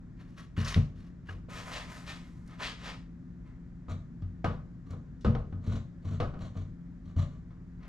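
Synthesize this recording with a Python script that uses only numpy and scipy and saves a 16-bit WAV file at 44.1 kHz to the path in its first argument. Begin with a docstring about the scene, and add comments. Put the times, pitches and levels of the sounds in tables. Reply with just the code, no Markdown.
"""Steel drawer slides run out of a cabinet frame, their balls chattering, and clack against their stops.
A plywood drawer box is turned over, hands brushing its faces. As it is lined up on the slides,
its edge sticks and slips in short scrapes, and knocks ring its panels.
Knocks and pushes shake the workbench. A machine hums faintly; the cluttered garage echoes briefly."""
import sys
import numpy as np
from scipy import signal
from scipy.fft import rfft, irfft, next_fast_len
from scipy.io import wavfile
from scipy.ndimage import map_coordinates

SR = 44100
rng = np.random.default_rng(int(sys.argv[2]) if len(sys.argv) > 2 else 0)


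def put_to_file(sound):
    """Save the sound as 16-bit audio at rate SR, in the file named by the first command-line argument."""
    columns = np.atleast_2d(sound).T  # one column per channel
    safe = np.clip(columns, -1, 1)
    whole_steps = np.round(safe * 32767)
    wavfile.write(sys.argv[1], SR, whole_steps.astype(np.int16))


N = 347508

# runs of a ball carriage along its slide: start_s, rise_s, hold_s, level_db, treble_db
SLIDE_RUNS = [(0.15, 0.057, 0.012, -59, -9), (0.25, 0.031, 0.065, -76.5, 2),
              (0.358, 0.022, 0.026, -52.5, -3.5), (0.561, 0.0064, 0.071, -44.5, -7.5),
              (0.631, 0.042, 0.071, -42.5, -1.5), (0.946, 0.012, 0.11, -67, -2.5),
              (1.238, 0.062, 0.0051, -51, -6)]
# broad tone of a slide's steel channel: pitch_hz, level_db
STEEL_TONE = [(100, -26.5), (400, -4), (600, 1), (850, -7), (1100, 4.5), (2500, -0.5), (5000, -6.5),
              (6500, -7.5), (8000, -16.5), (11000, -21), (14000, -27.5)]
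# narrow rings of that channel: pitch_hz, width_hz, lift_db
STEEL_RINGS = [(1080, 200, 3), (1867, 120, 4.5), (2567, 35, -7), (2870, 80, 5), (3775, 43, 2.5),
               (4270, 56, 8.5), (5460, 61, 6), (5800, 63, -2), (9440, 140, 6.5), (10600, 130, 7)]
# sharp clicks of slide stops, and light ticks from rubbing and dragging the box:
# start_s, level_db, centre_hz, fade_s (time to fall 60 dB)
CLICKS_AND_TICKS = [(.378, -52, 3500, .03), (.566, -25, 1700, 0.03), (0.6004, -26, 4530, .014),
                    (.614, -26.5, 5500, .015), (0.646, -17, 4830, 0.057), (0.679, -11, 4900, 0.12),
                    (.743, -9, 2780, 0.014), (1.269, -40, 2400, .02), (1.291, -33, 2400, .025),
                    (2.463, -50, 11000, .03), (2.475, -41, 9000, 0.032), (2.508, -44, 4970, .03),
                    (4.218, -52, 4300, 0.039), (4.906, -40, 7500, .03), (5.2077, -38, 5300, 0.16),
                    (5.35, -26, 2860, 0.023), (5.759, -34, 3500, 0.031), (6.391, -37.5, 2600, .015),
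                    (7.056, -54, 4500, .02), (7.83, -37, 2590, 0.024)]
# rings of a squeaking slide: pitch_hz, width_hz, level_db
SQUEAK_RINGS = [(1630, 260, 1), (2840, 200, -8)]
# dull knocks of the frame as a slide is yanked, and of the plywood box:
# start_s, level_db, treble_db, hollow_db, thud_db, thud_upper_db
DULL_KNOCKS = [(0.576, -34.5, -4, -1, -25, 5.5), (0.632, -34, -9, -8, -30, -23),
               (0.761, -12.5, -30, 4, -16, 5), (1.29, -21.5, -5, 0.5, -32, -19),
               (1.485, -24.5, -5, 7, -61, 6), (3.882, -22, -14.5, 0, -46.5, 0.5),
               (4.221, -34.5, -4, -4, -27, -17), (4.443, -3, -11.5, -4.5, -29, 7.5),
               (4.933, -22, -24, 3, -44.5, 4), (5.246, -2.5, -7.5, 3.5, -27.5, 10),
               (5.27, -19, -23.5, -1, -18, 7.5), (5.35, -8, -14.5, 6, -43.5, 9.5),
               (5.524, -24.5, -14, -0.5, -33.5, 2.5), (6.201, -3, -7, 2.5, -28.5, 3.5),
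               (6.338, -20, -15.5, -1.5, -52.5, 0.5), (6.553, -25, -14, 3.5, -46, -11),
               (7.165, -30.5, -14, 8.5, -27.5, 3), (7.506, -35, -11, -6, -60, -2)]
# broad tone of a knock: pitch_hz, level_db
DULL_TONE = [(120, 6.5), (230, 0), (330, -5), (490, -3), (700, -2), (900, -7), (1200, -5.5), (1900, -13),
             (3800, -14.5), (5000, -21.5), (7000, -29), (9000, -40), (14000, -50)]
# rings of the box's panels: pitch_hz, width_hz, lift_db (scaled for knocks and for scrapes)
PANEL_RINGS = [(386, 18, 6), (463, 20, 6), (496, 26, 9), (582, 25, 5), (673, 25, 3), (776, 22, 5),
               (1058, 35, 6), (1141, 40, 5), (1258, 48, 9), (1478, 45, 8), (2190, 35, 4), (2930, 120, 4)]
# pushes that drag the box edge along a slide: start_s, rise_s, hold_s, scrape_db, thud_db
BOX_PUSHES = [(3.87, .027, 0.022, -44, -30.5), (4.844, 0.031, 0.023, -55, -49),
              (4.901, 0.0058, 0.023, -49.5, -36), (5.593, .08, 0.034, -45.5, -24),
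              (5.713, 0.023, .04, -45, -26.5), (6.007, .044, 0.043, -49, -28.5),
              (6.103, 0.0088, 0.037, -45, -28), (6.385, 0.0045, 0.079, -48.5, -37.5),
              (6.528, .038, 0.06, -52, -31.5), (7.038, .018, .045, -57, -45),
              (7.161, .005, 0.057, -43.5, -24), (7.28, .04, 0.034, -59.5, -53)]
# broad tone of wood dragged on steel: pitch_hz, level_db
SCRAPE_TONE = [(150, 10.5), (400, -13), (630, 3), (830, -10), (1150, -1.5), (1600, -12.5), (2300, -13),
               (2650, -18.5), (3200, -15), (4100, -18), (5000, -27.5), (6800, -22), (9000, -37),
               (14000, -51)]
# rings of a slide with the box pressed on it: pitch_hz, width_hz, lift_db (scaled in scrapes)
PRESSED_RINGS = [(3300, 69, 0), (3880, 63, 6), (4250, 230, 6), (5780, 150, 9), (6400, 120, 5),
                 (7200, 160, 5.5)]
# palms and sleeves brushing the plywood: start_s, rise_s, hold_s, fade_s, level_db, hiss_db, sheen_db
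HAND_STROKES = [(1.487, 0.011, 0.1, 0.28, -49.5, -6, 4.5), (1.493, 0.076, 0.017, 0.39, -55, 3.5, 9.5),
                (1.611, 0.064, 0.037, 0.85, -45, -19, 2), (1.689, .05, 0.037, 0.28, -47, 6, 2.5),
                (1.862, .05, 0.039, 0.77, -52.5, -5, 8.5), (2.052, 0.028, 0.011, 0.32, -44.5, 2.5, 4.5),
                (2.195, .06, .17, 0.65, -75, -7, 12.5), (2.45, 0.054, 0.039, 0.32, -55, -10, -5.5),
                (2.572, 0.041, 0.0043, 0.24, -37.5, -11.5, -5.5),
                (2.581, 0.064, 0.024, 0.23, -44.5, 10, 3.5), (2.752, 0.12, 0.025, 0.21, -42.5, 0, -1.5),
                (3.427, 0.043, 0.016, 0.25, -65, -12, -4), (7.766, 0.068, 0.045, .3, -59, -11, -9)]
# broad tone of that brushing: pitch_hz, level_db
HAND_TONE = [(200, -28.5), (330, -10), (430, -4), (580, 1), (820, -1.5), (1150, 1), (1450, 0), (1750, 2),
             (2300, -0.5), (3900, -3.5), (7000, -15.5), (9000, -25), (12000, -30.5), (14000, -42.5)]
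# rings of the air in the open box: pitch_hz, width_hz, level_db
HOLLOW_RINGS = [(433, 49, 1.5), (593, 93, -2), (1012, 45, 2.5), (1247, 86, 3.5), (2050, 290, -1.5)]
# ways the bench top vibrates: pitch_hz, level_db (scaled in scrapes), life_ratio (larger rings longer)
BENCH_MODES = [(48.1, -14, 2.2), (92.5, -1, 1.14), (122.7, -13.5, 1.73), (148.3, -13.5, 2.02),
               (176.3, -12.5, 0.55), (223.2, -16, 1.34), (275.3, -19, 0.29), (353, -39, 1.4),
               (440.2, -30.5, 0.92)]
# tones of the machine's hum: pitch_hz, level_db
HUM_TONES = [(43.1, -59), (58.5, -57), (119, -62.5), (172.8, -52.5), (236.9, -67.5), (259, -61.5),
             (345, -71)]
# broad tone of the room's air: pitch_hz, level_db
ROOM_AIR_TONE = [(18, -15), (45, -2.5), (80, -10), (120, -4.5), (170, -6.5), (205, -9), (260, -11),
                 (380, -26.5), (780, -37.5), (1750, -37.5), (2800, -52.5), (7300, -56), (8600, -67),
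                 (14000, -74.5)]
# time the garage's echo takes to fall 60 dB: pitch_hz, fade_s
ECHO_FADE = [(100, 0.86), (500, 0.35), (1500, 0.33), (4000, 0.32), (8000, 0.37), (13000, 0.2)]
# how alike sound from all sides is at the two microphones: pitch_hz, likeness (1 is the same)
STEREO_LIKENESS = [(60, 1), (250, 0.8), (600, 0.83), (1500, .75), (4000, 0.48), (12000, 0.17)]
# how far the left microphone lags the right: pitch_hz, lag_radians
LEFT_LAG = [(60, 0.022), (250, 0.41), (860, 0.95), (2500, 0.97), (5000, 0.65), (13000, 0.33)]

SQUEAK_AT_S, SQUEAK_WIDTH_S, SQUEAK_DB = 1.294, 0.0062, -40.5
HOLLOW_DB, HOLLOW_GROWTH = -26.5, 0.66  # the box's hum grows more slowly than the brushing
THUD_DELAY_S = 0.0024  # a knock travels down the frame to the bench
# a thud's base length at a given level, and how much harder a jolt halves it
THUD_S, THUD_AT_DB, THUD_HALVING_DB = 0.066, -27.5, 16.5
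TOP_HZ = 13700


def slides():
    """Balls chatter unevenly along the steel channels; a faster run is brighter."""
    chatter = grit(rate=800, spread_db=2.0, smooth=1.0) * amp(2.3 * wobble(150))
    rasp = unit(coloured(chatter, steel_db))
    highs = filtered(rasp, lambda hz: treble(hz, corner_hz=3000))
    out = np.zeros(N)
    for start, rise, hold, db, treble_db in SLIDE_RUNS:
        gain = amp(db) * movement(start, rise, hold, fade_s=0.2)
        out += gain * (rasp - highs + highs * amp(treble_db))
    return in_garage(out, echo_db=-6.5)


def clicks():
    """Slide stops click and the rubbed or dragged box ticks: each is a short crack with a bright ring."""
    out = np.zeros((2, N))
    for start, db, centre_hz, fade_s in CLICKS_AND_TICKS:
        tone = lambda hz: steel_db(hz) - np.minimum(8 * np.log2((hz + 1) / centre_hz) ** 2, 40)
        add(out, start, amp(db) * coloured(blow(fade_s, echo_db=-6.0), tone))
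    return out


def squeak():
    """A slide sticks and sings for an instant as the hand lets go."""
    song = ringing_noise(SQUEAK_RINGS)
    swell = np.exp(-((np.arange(N) / SR - SQUEAK_AT_S) / SQUEAK_WIDTH_S) ** 2)
    return in_garage(amp(SQUEAK_DB) * song * swell, echo_db=-15)


def knocks():
    """Each blow rings the frame or box; a harder contact is brighter, a flatter one more hollow."""
    out = np.zeros((2, N))
    for start, db, treble_db, hollow_db, _, _ in DULL_KNOCKS:
        tone = lambda hz: (along(DULL_TONE, hz) + 1.03 * peaks(PANEL_RINGS, hz)
                           + treble_db * treble(hz, corner_hz=2200)
                           + hollow_db * (1 - treble(hz, corner_hz=745)))
        add(out, start, amp(db) * coloured(blow(fade_s=0.041, echo_db=2.5), tone))
    return out


def scrapes():
    """The box edge sticks and slips along a slide, and the bench shudders under it."""
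    force = sum(amp(db) * movement(start, rise, hold, fade_s=0.12)
                for start, rise, hold, db, _ in BOX_PUSHES)
    # a scrape rings the panels less deeply than a free blow
    tone = lambda hz: along(SCRAPE_TONE, hz) + .5 * peaks(PANEL_RINGS, hz) + .97 * peaks(PRESSED_RINGS, hz)
    slips = coloured(grit(rate=500, spread_db=-0.5, smooth=0.88), tone) * amp(4.5 * wobble(70))
    bench_gain = lambda hz: sum(amp(0.23 * db) / (1 + 1j * (hz - pitch) * 0.91 * life)
                                for pitch, db, life in BENCH_MODES)
    shudder = filtered(rng.standard_normal(N), bench_gain)
    return in_garage(force * unit(slips), echo_db=-2.5) + amp(-5.0) * force * unit(shudder)


def hands():
    """Skin and cloth hiss over the grain; fast strokes are brighter, light ones sound more hollow."""
    tone = lambda hz: along(HAND_TONE, hz) + peaks(HOLLOW_RINGS, hz)
    rub = unit(coloured(grit(rate=1200, spread_db=-0.5, smooth=0.64), tone))
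    hiss = filtered(rub, lambda hz: treble(hz, corner_hz=2120))
    sheen = filtered(rub, lambda hz: treble(hz, corner_hz=5470) ** 2)  # the very highest hiss
    brushing, force = np.zeros(N), np.zeros(N)
    for start, rise, hold, fade_s, db, hiss_db, sheen_db in HAND_STROKES:
        gain = amp(db) * movement(start, rise, hold, fade_s)
        brushing += gain * (rub - hiss + (hiss - sheen) * amp(hiss_db) + sheen * amp(sheen_db))
        force += gain
    hollow = amp(HOLLOW_DB) * force ** HOLLOW_GROWTH * ringing_noise(HOLLOW_RINGS)
    return in_garage((brushing + hollow) * amp(0.57 * wobble(45)), echo_db=-4.0)


def bench():
    """Every knock jolts the workbench, and so does every push as it reaches full force."""
    out = np.zeros(N)
    for start, _, _, _, db, upper_db in DULL_KNOCKS:
        add(out, start + THUD_DELAY_S, thud(db, upper_db))
    for start, rise, _, _, db in BOX_PUSHES:
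        add(out, start + rise, thud(db, upper_db=1))
    return filtered(out, lambda hz: treble(hz, corner_hz=28))  # the top gives off little deep bass


def thud(db, upper_db):
    """The bench top booms for a few cycles; its load stills a hard jolt sooner than a soft one."""
    t = np.arange(SR // 2) / SR
    length_s = THUD_S * 2 ** ((THUD_AT_DB - db) / THUD_HALVING_DB)
    legs = amp(-22.5 - 60 * t / 1.13)  # the legs ring on faintly
    boom = 0
    for hz, mode_db, life in BENCH_MODES:
        chance_db, phase = rng.normal(0, [0.71, 0.82])
        gain = amp(mode_db + chance_db + upper_db * treble(hz, corner_hz=130))
        fade = np.exp(-(t / (length_s * life)) ** 2) + legs
        boom += gain * fade * np.sin(2 * np.pi * hz * t + phase)
    return amp(db) * boom * (1 - np.exp(-t / 0.0012))


def background():
    """Room air and the slightly unsteady hum of a machine."""
    t = np.arange(N) / SR
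    air = unit(filtered(all_round_noise(N), lambda hz: amp(along(ROOM_AIR_TONE, hz))))
    hum = 0
    for hz, db in HUM_TONES:
        gain = np.sqrt(2) * amp(db + 1.06 * wobble(2.62))
        hum += gain * np.sin(2 * np.pi * hz * t + .5 * wobble(5))
    return amp(-49.0) * air + hum


def garage_echo():
    """The room's stereo answer to a click; the highest treble dies first."""
    hz, t, spectrum = signal.stft(all_round_noise(SR // 2), SR, nperseg=256)
    fade = amp(-60 * t / along(ECHO_FADE, hz)[:, None])
    echo = signal.istft(spectrum * fade, SR, nperseg=256)[1]
    return np.pad(echo / np.linalg.norm(echo[0]), ((0, 0), (SR // 400, 0)))


def in_garage(x, echo_db):
    """Direct sound plus the room's echo, at about the same overall level."""
    echo = signal.fftconvolve(x[None], garage_echo(), axes=1)[:, :len(x)]
    return (x + amp(echo_db) * echo) / np.hypot(1, amp(echo_db))


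def blow(fade_s, echo_db):
    """A brief crunch of contact followed by the room's echo."""
    echo = garage_echo()
    t = np.arange(echo.shape[1]) / SR
    crunch = rng.standard_normal(len(t)) * (1 - np.exp(-t / .001)) * amp(-60 * t / fade_s)
    return crunch / np.linalg.norm(crunch) + amp(echo_db) * echo


def grit(rate, spread_db, smooth):
    """Tiny contacts of uneven size, rate a second, over smooth rubbing noise."""
    contacts = (rng.random(N) < rate / SR) * amp(spread_db * np.clip(rng.standard_normal(N), -2, 2))
    return unit(contacts * np.sign(rng.standard_normal(N))) + smooth * rng.standard_normal(N)


def ringing_noise(rings):
    """Noise that sings at the given rings."""
    gain = lambda hz: sum(amp(db) / (1 + 2j * (hz - pitch) / width) ** 2 for pitch, width, db in rings)
    return unit(filtered(rng.standard_normal(N), gain))


def all_round_noise(size):
    """Stereo noise arriving from all sides, most alike in the bass."""
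    angle = lambda hz: np.arccos(np.clip(along(STEREO_LIKENESS, hz), 0, 1)) / 2
    shares = lambda hz: np.array([np.cos(angle(hz)), np.sin(angle(hz))])
    mid, side = filtered(rng.standard_normal((2, size)), shares)
    return np.array([mid + side, mid - side])


def movement(start_s, rise_s, hold_s, fade_s):
    """Gain of one movement: it gathers speed, holds, then falls 60 dB in fade_s."""
    t = np.arange(N) / SR - start_s
    return np.clip(t / rise_s, 0, 1) ** 2 * amp(-60 * np.clip((t - rise_s - hold_s) / fade_s, 0, 2))


def wobble(rate):
    """A smooth curve through random points, rate a second."""
    return map_coordinates(rng.standard_normal(int(N * rate / SR) + 4), [np.arange(N) * rate / SR])


def steel_db(hz):
    """How strongly a slide's steel channel answers at each pitch."""
    return along(STEEL_TONE, hz) + peaks(STEEL_RINGS, hz)


def peaks(rings, hz):
    """Lift in dB around each ring's pitch."""
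    return sum(db / (1 + (2 * (hz - pitch) / width) ** 2) for pitch, width, db in rings)


def treble(hz, corner_hz):
    """A smooth step from 0 below the corner to 1 above it."""
    return hz ** 4 / (hz ** 4 + corner_hz ** 4)


def along(points, hz):
    """Read between a table's points, with octaves evenly spaced."""
    pitches, values = np.transpose(points)
    return np.interp(np.log(hz + 1), np.log(pitches), values)


def filtered(x, response):
    """Scale each frequency of x by response(hz)."""
    size = x.shape[-1]
    padded = next_fast_len(size + SR // 4)
    return irfft(rfft(x, padded) * response(np.fft.rfftfreq(padded, 1 / SR)), padded)[..., :size]


def coloured(x, tone, size=8192):
    """Give x the shape tone(hz), in dB; only the shape counts, not its overall level."""
    cepstrum = irfft(np.log(amp(tone(np.fft.rfftfreq(size, 1 / SR)))))
    # fold it so that the ringing comes after each hit, never before
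    cepstrum[1:size // 2] *= 2
    cepstrum[size // 2 + 1:] = 0
    ring = irfft(np.exp(rfft(cepstrum)))
    rung = signal.fftconvolve(np.atleast_2d(x), ring[None] / np.linalg.norm(ring), axes=1)
    return rung[:, :x.shape[-1]].reshape(x.shape)


def add(track, start_s, sound):
    """Mix a sound into the track."""
    part = track[..., round(start_s * SR):][..., :sound.shape[-1]]
    part += sound[..., :part.shape[-1]]


def amp(db):
    """Decibels to gain."""
    return 10 ** (np.asarray(db) / 20)


def unit(x):
    """Scale to an average (rms) level of 1."""
    return x / np.sqrt(np.mean(x ** 2) + 1e-20)


def scene():
    """All the sources together, a little louder on the left."""
    mix = slides() + clicks() + squeak() + hands() + scrapes() + knocks() + bench() + background()
    return mix * amp([[.8], [-.8]])


def record(dry):
    """The left microphone hears slightly later; nothing is kept above TOP_HZ."""
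    sides = np.array([[-1], [1]])
    return filtered(dry, lambda hz: (hz < TOP_HZ) * np.exp(.5j * along(LEFT_LAG, hz) * sides))


dry = scene()
out = record(dry)
put_to_file(out)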